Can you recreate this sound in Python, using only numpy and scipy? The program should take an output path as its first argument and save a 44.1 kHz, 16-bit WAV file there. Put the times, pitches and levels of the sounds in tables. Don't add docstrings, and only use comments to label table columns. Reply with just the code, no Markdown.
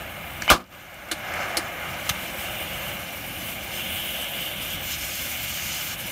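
import sys
import numpy as np
from scipy import signal
from scipy.fft import rfft, irfft
from scipy.io import wavfile
from scipy.ndimage import uniform_filter1d

SR = 44100
rng = np.random.default_rng(int(sys.argv[2]) if len(sys.argv) > 2 else 0)


def put_to_file(sound):
    columns = np.atleast_2d(sound).T
    safe = np.clip(columns, -1, 1)
    whole_steps = np.round(safe * 32767)
    wavfile.write(sys.argv[1], SR, whole_steps.astype(np.int16))


def nominal_scale(level):
    x = np.asarray(level, float) / 20
    return 10 ** x


N = 269451
BANG_S = 0.501


def evened(x):
    return x / np.sqrt(np.mean(abs(x) ** 2) + 1e-20)


def read(points, hz):
    f, value = np.transpose(points)
    return np.interp(np.log(hz + 1), np.log(f + 1), value, left=value[0] - 30, right=value[-1] - 30)


def add(mix, s, sound):
    part = mix[round(s * SR):][:len(sound)]
    part += sound[:len(part)]


def coloured(x, points):
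    return irfft(rfft(x) * nominal_scale(read(points, np.fft.rfftfreq(len(x), 1 / SR))), len(x))


def lasting(t, start, end, fade):
    return np.clip(np.minimum(t - start, end - t) / fade + .5, 0, 1)


def drifting(x, first, second):
    return evened(uniform_filter1d(uniform_filter1d(x, size=first), size=second))


def turbulence(colour, patchy_db, flicker_db, lean=(1000, 0), comb_db=0, size=512):
    frames, hz = 4 * N // size + 5, np.fft.rfftfreq(size, 1 / SR)
    a, b, patches = rng.standard_normal((frames, len(hz), 3)).T
    patches = evened(uniform_filter1d(uniform_filter1d(patches, size=4, axis=0), size=30, axis=1))
    flicker = drifting(rng.standard_normal(frames), 6, 4)
    slope = np.resize(lean[1] * np.ones(N), frames * size)[::size // 4][:frames]
    lean_db = np.log2((hz[:, None] + 1) / lean[0]).clip(-1, 1) * slope
    delay_s = .0023 + .00007 * drifting(rng.standard_normal(frames), 150, 100)
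    lean_db += comb_db * np.cos(2 * np.pi * hz[:, None] * delay_s)
    level_db = read(colour, hz)[:, None] + lean_db + patchy_db * patches + flicker_db * flicker
    z = (a + 1j * b) * nominal_scale(level_db)
    return evened(signal.istft(z, nperseg=size, noverlap=size * 3 // 4)[1][:N])


# delay_s, gain (below zero = inverted)
ECHOES = [(0.00077, -0.016), (0.00109, -0.16), (0.00136, 0.25), (0.00173, 0.14), (0.00204, -0.19),
          (0.00217, -0.11), (0.00328, 0.19), (0.00447, -0.19)]
# freq_hz, level_db
BOUNCE_COLOUR = [(200, -2.5), (400, 2.2), (1000, -2), (2000, -5.5), (4500, -4.5), (8000, -18), (16000, -17)]
# freq_hz, width_hz, level_db
WALL_GAPS = [(1172, 88, -3), (1850, 44, -5.5), (2590, 60, -3), (3100, 64, -3.5), (3810, 50, -3),
             (4000, 43, -1.5), (4330, 44, -2.5)]


def paving(x):
    hz = np.fft.rfftfreq(N, 1 / SR)
    copies = sum(gain * np.exp(-2j * np.pi * hz * s) for s, gain in ECHOES)
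    for u, sign in rng.random((12, 2)) - [0, .5]:
        copies += 0.04 * np.sign(sign) * np.exp(-2j * np.pi * hz * (.005 + .02 * u))
    gaps_db = sum(db * np.exp(-((hz - f) / width) ** 2) for f, width, db in WALL_GAPS)
    return irfft(rfft(x) * nominal_scale(gaps_db) * (1 + nominal_scale(read(BOUNCE_COLOUR, hz)) * copies), N)


# start_s, level_db, centre_hz, width_octaves, t60_s
SPARKS = [(.191, -49, 6000, 1.2, .02), (0.421, -21, 5570, 0.6, 0.011), (.422, -20.5, 1800, 0.39, 0.021),
          (.479, -15.5, 1300, 1.35, 0.018), (0.507, -15, 13000, 0.27, 0.013), (.641, -34, 5000, 0.54, .015),
          (.663, -34, 4000, .6, .015), (.675, -34, 5000, .7, 0.013), (0.692, -36, 5500, .8, .015),
          (.726, -39, 5500, .8, 0.018), (0.942, -36, 8800, 1.2, 0.035), (1.086, -40, 7000, 0.97, .03),
          (1.3383, -32, 6650, 0.9, 0.022), (4.243, -33, 6070, 0.98, 0.019)]


def spark(db, hz, octaves, t60):
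    t = np.arange(2000) / SR
    near, far = 2 ** octaves, 4 ** octaves
    colour = [(hz / far, -30), (hz / near, -8), (hz, 0), (hz * near, -8), (hz * far, -30)]
    noise = evened(coloured(rng.standard_normal(len(t)), colour))
    return nominal_scale(db - 60 * t / t60) * noise * np.minimum(t / 0.00042, 1)


# start_s, level_db, pitch_hz, length_cycles
THUMPS = [
    (.49, -18, 960, 7.3),
    (0.5015, -3, 910, 1.9),
    (.505, -10, 1200, 6.2),
    (0.5121, -10, 1135, 9.5),
    (0.524, -16, 1200, 15),
    (.503, -13, 55.6, 2),
    (1.121, -30, 328, 7.3),
    (1.577, -28, 322, 7.1),
    (2.103, -21.5, 124.4, 1.7),
]


def thump(db, hz, cycles):
    u = np.arange(round(cycles / hz * SR)) / SR * hz
    return nominal_scale(db) * np.sin(2 * np.pi * u) * np.sin(np.pi * u / cycles) ** 2


# start_s, peak_db, t60_s
POPS = [
    (1.1139, -12.5, 0.06),
    (1.5697, -12, 0.061),
    (2.0919, -10, 0.044),
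]
# freq_hz, level_db_per_hz
POP_COLOURS = [
    [(150, -34), (250, -3), (1670, -2), (4470, -1.5), (5400, -9), (9560, -8), (15500, -18)],
    [(150, -37), (250, -5), (1410, -5), (3630, -8), (4100, 0), (7000, -11), (9560, -7), (15500, -19)],
    [(240, -42), (400, -19), (1710, -5), (3300, -1.5), (4490, -12), (6480, -7), (7210, -16), (15500, -15)],
]


def pop(db, t60, colour):
    t = np.arange(6000) / SR
    noise, spikes = rng.standard_normal((2, len(t)))
    swarm = noise * nominal_scale(2.5 * evened(uniform_filter1d(spikes, size=12)))
    fall = nominal_scale(-60 * np.maximum(t - .004, 0) / t60) + 0.13 * nominal_scale(-60 * t / (4.4 * t60))
    return nominal_scale(db - 6.0) * evened(coloured(swarm, colour)) * fall * np.minimum(t / 0.00042, 1)


# start_s, lower_hz, lower_db, upper_hz, upper_db
SQUEAL = [(.481, 1950, -50, 3000, -40), (0.485, 2020, -32, 2970, -22), (.49, 2180, -17.5, 3020, -29),
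          (.494, 2520, -13.5, 3000, -21), (0.497, 2430, -14, 3030, -5.5), (.499, 2470, -24, 2980, -19),
          (.502, 2500, -40, 3000, -34)]


def squeal():
    s, low_hz, low_db, up_hz, up_db = np.transpose(SQUEAL)
    t = np.arange(s[0], s[-1], 1 / SR)
    low, up = (2 * np.pi * np.cumsum(np.interp(t, s, f)) / SR for f in (low_hz, up_hz))
    stack = np.sin(low) + 0.091 * np.sin(2 * low) + 0.079 * np.sin(3 * low)
    return nominal_scale(np.interp(t, s, low_db)) * stack + nominal_scale(np.interp(t, s, up_db)) * np.sin(up)


# start_s, level_db, length_s
CRACK = (.5013, -6, 0.00017)


def crack(db, length):
    u = np.arange(300) / SR / length
    return nominal_scale(db) * (1 - u) * np.exp(-u / 1.4) * np.minimum(3.1 * u, 1)


# start_s, level_db, brightness_db
BLOWS = [
    (0.501, -8, 2.5),
    (0.5063, -15.5, -7),
    (0.5123, -10.5, 1),
    (.519, -17, 2),
    (.533, -21.5, -5),
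    (.556, -29, -7),
    (.602, -29, -5),
]
# freq_hz, level_db_per_hz
BANG_COLOUR = [(40, -34), (200, -7.5), (600, -12), (1150, 0.5), (1900, -13), (2800, -8.5), (8500, -23),
               (16000, -25)]
# freq_hz, t60_s
BANG_T60 = [(100, 0.58), (600, 0.18), (1000, .22), (1400, .18), (2200, 0.11), (4000, 0.16), (8000, 0.165),
            (15000, .125)]


def blow(db, bright_db, late_s):
    noise = coloured(rng.standard_normal(16000), BANG_COLOUR)
    hz, t, z = signal.stft(noise, SR, nperseg=128)
    slope = bright_db * np.exp(-t / 0.0028) - 35 * late_s
    tilt_db = np.log2(np.maximum(hz, 1500) / 1500)[:, None] * slope
    speed = 60 / np.interp(hz, *np.transpose(BANG_T60))[:, None]
    burst = signal.istft(z * nominal_scale(tilt_db - speed * t), SR, nperseg=128)[1]
    return nominal_scale(db) * burst / np.std(burst[:400]) * np.minimum(np.arange(len(burst)) / 12, 1)


# start_s, pressure_db, heat (0-1); hotter flames trade roar for hiss
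BURN = [(0, -38, 0.34), (.1, -39.5, 0.32), (.41, -39.5, 0.47), (0.921, -37, 0.17), (1.2, -37.5, 0.18),
        (1.36, -30.5, 0), (1.559, -32.5, .03), (1.7, -35, .12), (1.95, -35, 0.31), (2.25, -36.5, 0.52),
        (2.899, -37.5, 0.63), (3.02, -39, 0.53), (3.379, -41, 0.8), (3.691, -39, 0.65), (3.8, -39.5, 0.86),
        (4.701, -40, 0.83), (5.0, -42, 1), (6.11, -40.5, 0.92)]
# start_s, length_s, level_db, thinness (-1 hiss to 1 fizz)
GUSTS = [(.44, 0.089, 5.5, -.7), (1.428, 0.088, 2, -.9), (1.75, 0.31, -1, -.9), (2.074, 0.082, 3.5, -.3),
         (2.23, 0.094, 1.5, .6), (2.423, .16, 2, 0.5), (2.624, 0.13, 1, .8), (2.903, .14, 1, .3),
         (3.423, 0.063, 2.5, -.8), (3.496, 0.15, 3.5, 0.56), (3.585, 0.072, -2, -0.14), (3.628, .08, 1, 0),
         (3.757, 0.16, 2.5, -.4), (3.966, .12, 2, 0), (4.153, 0.26, 1, 0.88), (4.307, 0.17, -2.5, 0),
         (4.44, .14, 2, -.5), (4.72, .1, 2, -.5), (.8, .5, 2, -.3), (5.86, .1, -2.5, -.7),
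         (4.548, .17, -3.5, -.2), (4.638, 0.092, 2.5, 0.11), (4.794, 0.11, -3, .4), (4.926, 0.09, 3.5, -.3),
         (4.976, 0.059, -4.5, -.2), (5.388, 0.15, -2.5, -.4), (5.917, 0.1, -1, 0.74), (5.967, 0.067, -8, 0),
         (6.038, .07, -4, 0.77)]
# start_s, end_s, fade_s
SPITS = (4.87, 5.95, 0.098)


def fire():
    t = np.arange(N) / SR
    s, *state = np.transpose(BURN)
    pressure_db, heat = (np.interp(t, s, v) for v in state)
    gust_db, thin_db = np.zeros((2, N))
    for at, length, db, thinness in GUSTS:
        swing = db * np.cos(np.pi * ((t - at) / length).clip(-.5, .5)) ** 2
        gust_db += swing
        thin_db += swing * thinness
    return t, pressure_db, heat, lasting(t, *SPITS), gust_db, thin_db


FOLLOW = {"roar": (0, 0, .1, 0, 0), "mouth": (-5.5, 11, 0.37, 1, .1), "hiss": (-17, 6.5, 1.12, 7.5, 1.57),
          "fizz": (-15, 21, 0.94, 0.5, 0.06), "rumble": (-8.5, 15, 0, -1.5, -1.09)}


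def jet_gain(name, state):
    t, pressure_db, heat, spitting, gust_db, _ = state
    cold, hot, share, spit, ageing = FOLLOW[name]
    return nominal_scale(pressure_db + cold + hot * heat + share * gust_db + spit * spitting + ageing * t)


def sputter():
    strength = nominal_scale(2.3 * np.minimum(rng.exponential(1, N), 5))
    return strength * (rng.random(N) < 900 / SR) * rng.choice([-1, 1], N)


# freq_hz, level_db_per_hz
RUMBLE = [(30, -12), (42, -12.5), (58, 1), (120, -4.5), (200, -2.5), (330, -14), (500, -31)]


def rumble(state):
    return jet_gain("rumble", state) * turbulence(RUMBLE, 1.5, 0.97, size=2048)


# freq_hz, level_db_per_hz
FIZZ = [(7000, -15), (8200, -5), (9300, -3.5), (10500, -7), (11500, -1), (13500, -0.5), (15300, -1),
        (16500, -24)]


def fizz(state):
    thin_db = state[-1]
    return jet_gain("fizz", state) * nominal_scale(thin_db) * turbulence(FIZZ, 2.15, 0.93, comb_db=1.0)


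# freq_hz, level_db_per_hz
HISS = [(3000, -8.5), (4000, -4), (4800, -4), (6300, -1), (7200, -2), (7900, -10), (9000, -22)]
HISS_LEAN = (-2.5, 2.5)


def hiss(state, grains):
    spitting, thin_db = state[3], state[-1]
    lean = HISS_LEAN[0] + HISS_LEAN[1] * spitting
    rush = turbulence(HISS, 1.5, 0.74, (5800, lean), comb_db=3.5)
    return jet_gain("hiss", state) * nominal_scale(-thin_db) * (rush + 0.24 * evened(coloured(grains, HISS)))


# start_s, end_s, level_db (over pressure), lean_db_per_octave
SINGS = [
    (2.4, 2.97, -1.5, -30),
    (3.3, 3.65, -2, -30),
    (3.746, 4.854, 5, 0),
    (4.847, 5.84, 0, 3),
    (5.84, 6.2, -3, -10),
]
# freq_hz, level_db_per_hz
SONG = [(2300, -28), (2650, -6), (2950, -1), (3200, -3), (3600, -9.5), (4000, -24)]


def song(state):
    t, pressure_db, _, _, gust_db, _ = state
    singing, lean = np.zeros((2, N))
    for start, end, db, slope in SINGS:
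        held = lasting(t, start, end, 0.11)
        singing += nominal_scale(db) * held
        lean += slope * held
    return singing * nominal_scale(pressure_db + .4 * gust_db) * turbulence(SONG, .9, 0.6, (2900, lean))


# freq_hz, level_db_per_hz
MOUTH = [(1400, -13.5), (1900, -8.5), (2300, -2.5), (2950, -0.5), (3350, -6.5), (3900, -11), (4800, -24)]
MOUTH_LEAN = (-6, 2.9)


def mouth(state, grains):
    lean = MOUTH_LEAN[0] + MOUTH_LEAN[1] * state[2]
    rush = turbulence(MOUTH, 0.75, 0.64, (2600, lean))
    return jet_gain("mouth", state) * (rush + 0.09 * evened(coloured(grains, MOUTH)))


# freq_hz, level_db_per_hz
ROAR = [(200, -27), (400, -1.5), (650, -1.5), (1100, -2), (1600, -4), (2000, -3.5), (2600, -12.5)]
ROAR_LEAN = (2.83, -5.5, 5.1)


def roar(state, grains):
    _, _, heat, spitting, _, _ = state
    lean = ROAR_LEAN[0] + ROAR_LEAN[1] * heat + ROAR_LEAN[2] * spitting
    rush = turbulence(ROAR, 0.96, 0.49, (950, lean))
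    return jet_gain("roar", state) * (rush + 0.35 * evened(coloured(grains, ROAR)))


def flames():
    state, grains = fire(), sputter()
    out = rumble(state) + fizz(state) + hiss(state, grains)
    return out + song(state) + mouth(state, grains) + roar(state, grains)


def scene():
    mix = flames()
    for s, *row in SPARKS:
        add(mix, s, spark(*row))
    for s, *row in THUMPS:
        add(mix, s, thump(*row))
    for (s, *row), colour in zip(POPS, POP_COLOURS):
        add(mix, s, pop(*row, colour))
    add(mix, SQUEAL[0][0], squeal())
    add(mix, CRACK[0], crack(*CRACK[1:]))
    for s, *row in BLOWS:
        add(mix, s, blow(*row, s - BANG_S))
    return np.tile(nominal_scale(-1.27) * paving(mix), (2, 1))


def splits(mono):
    hz, t, z = signal.stft(np.roll(mono, 3000), SR, nperseg=1024)
    mask = 0
    for u, v in rng.random((round(3 * N / SR), 2)):
        low_hz = 4500 + (13800 - 4500) * v
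        band = (hz > low_hz) & (hz < low_hz + 1700)
        mask = mask + band[:, None] * (abs(t - u * N / SR) < .012)
    side = nominal_scale(-3) * signal.istft(z * mask, SR, nperseg=1024)[1][:N]
    return side * np.array([[1], [-1]])


def gain_control():
    lengths_s = [0, .122, .015, .05, .045, 0.19, 0.29]
    gain_db = [0, -13.5, -17.5, -17.5, -8, -8, 0]
    return nominal_scale(2 + np.interp(np.arange(N) / SR, BANG_S + np.cumsum(lengths_s), gain_db))


def band_limit(x):
    return signal.sosfilt(signal.butter(12, 16830, fs=SR, output="sos"), x)


def record(dry):
    heard = signal.sosfilt(signal.butter(4, 34, "high", fs=SR, output="sos"), dry)
    ducked = heard * gain_control()
    edge = signal.firwin(1201, 15700, window=("kaiser", 9), fs=SR)[None]
    limited = signal.oaconvolve(1.382 * np.tanh(ducked / 1.626), edge, "same")
    return band_limit(limited + splits(limited[0]))


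dry = scene()
out = record(dry)
put_to_file(out)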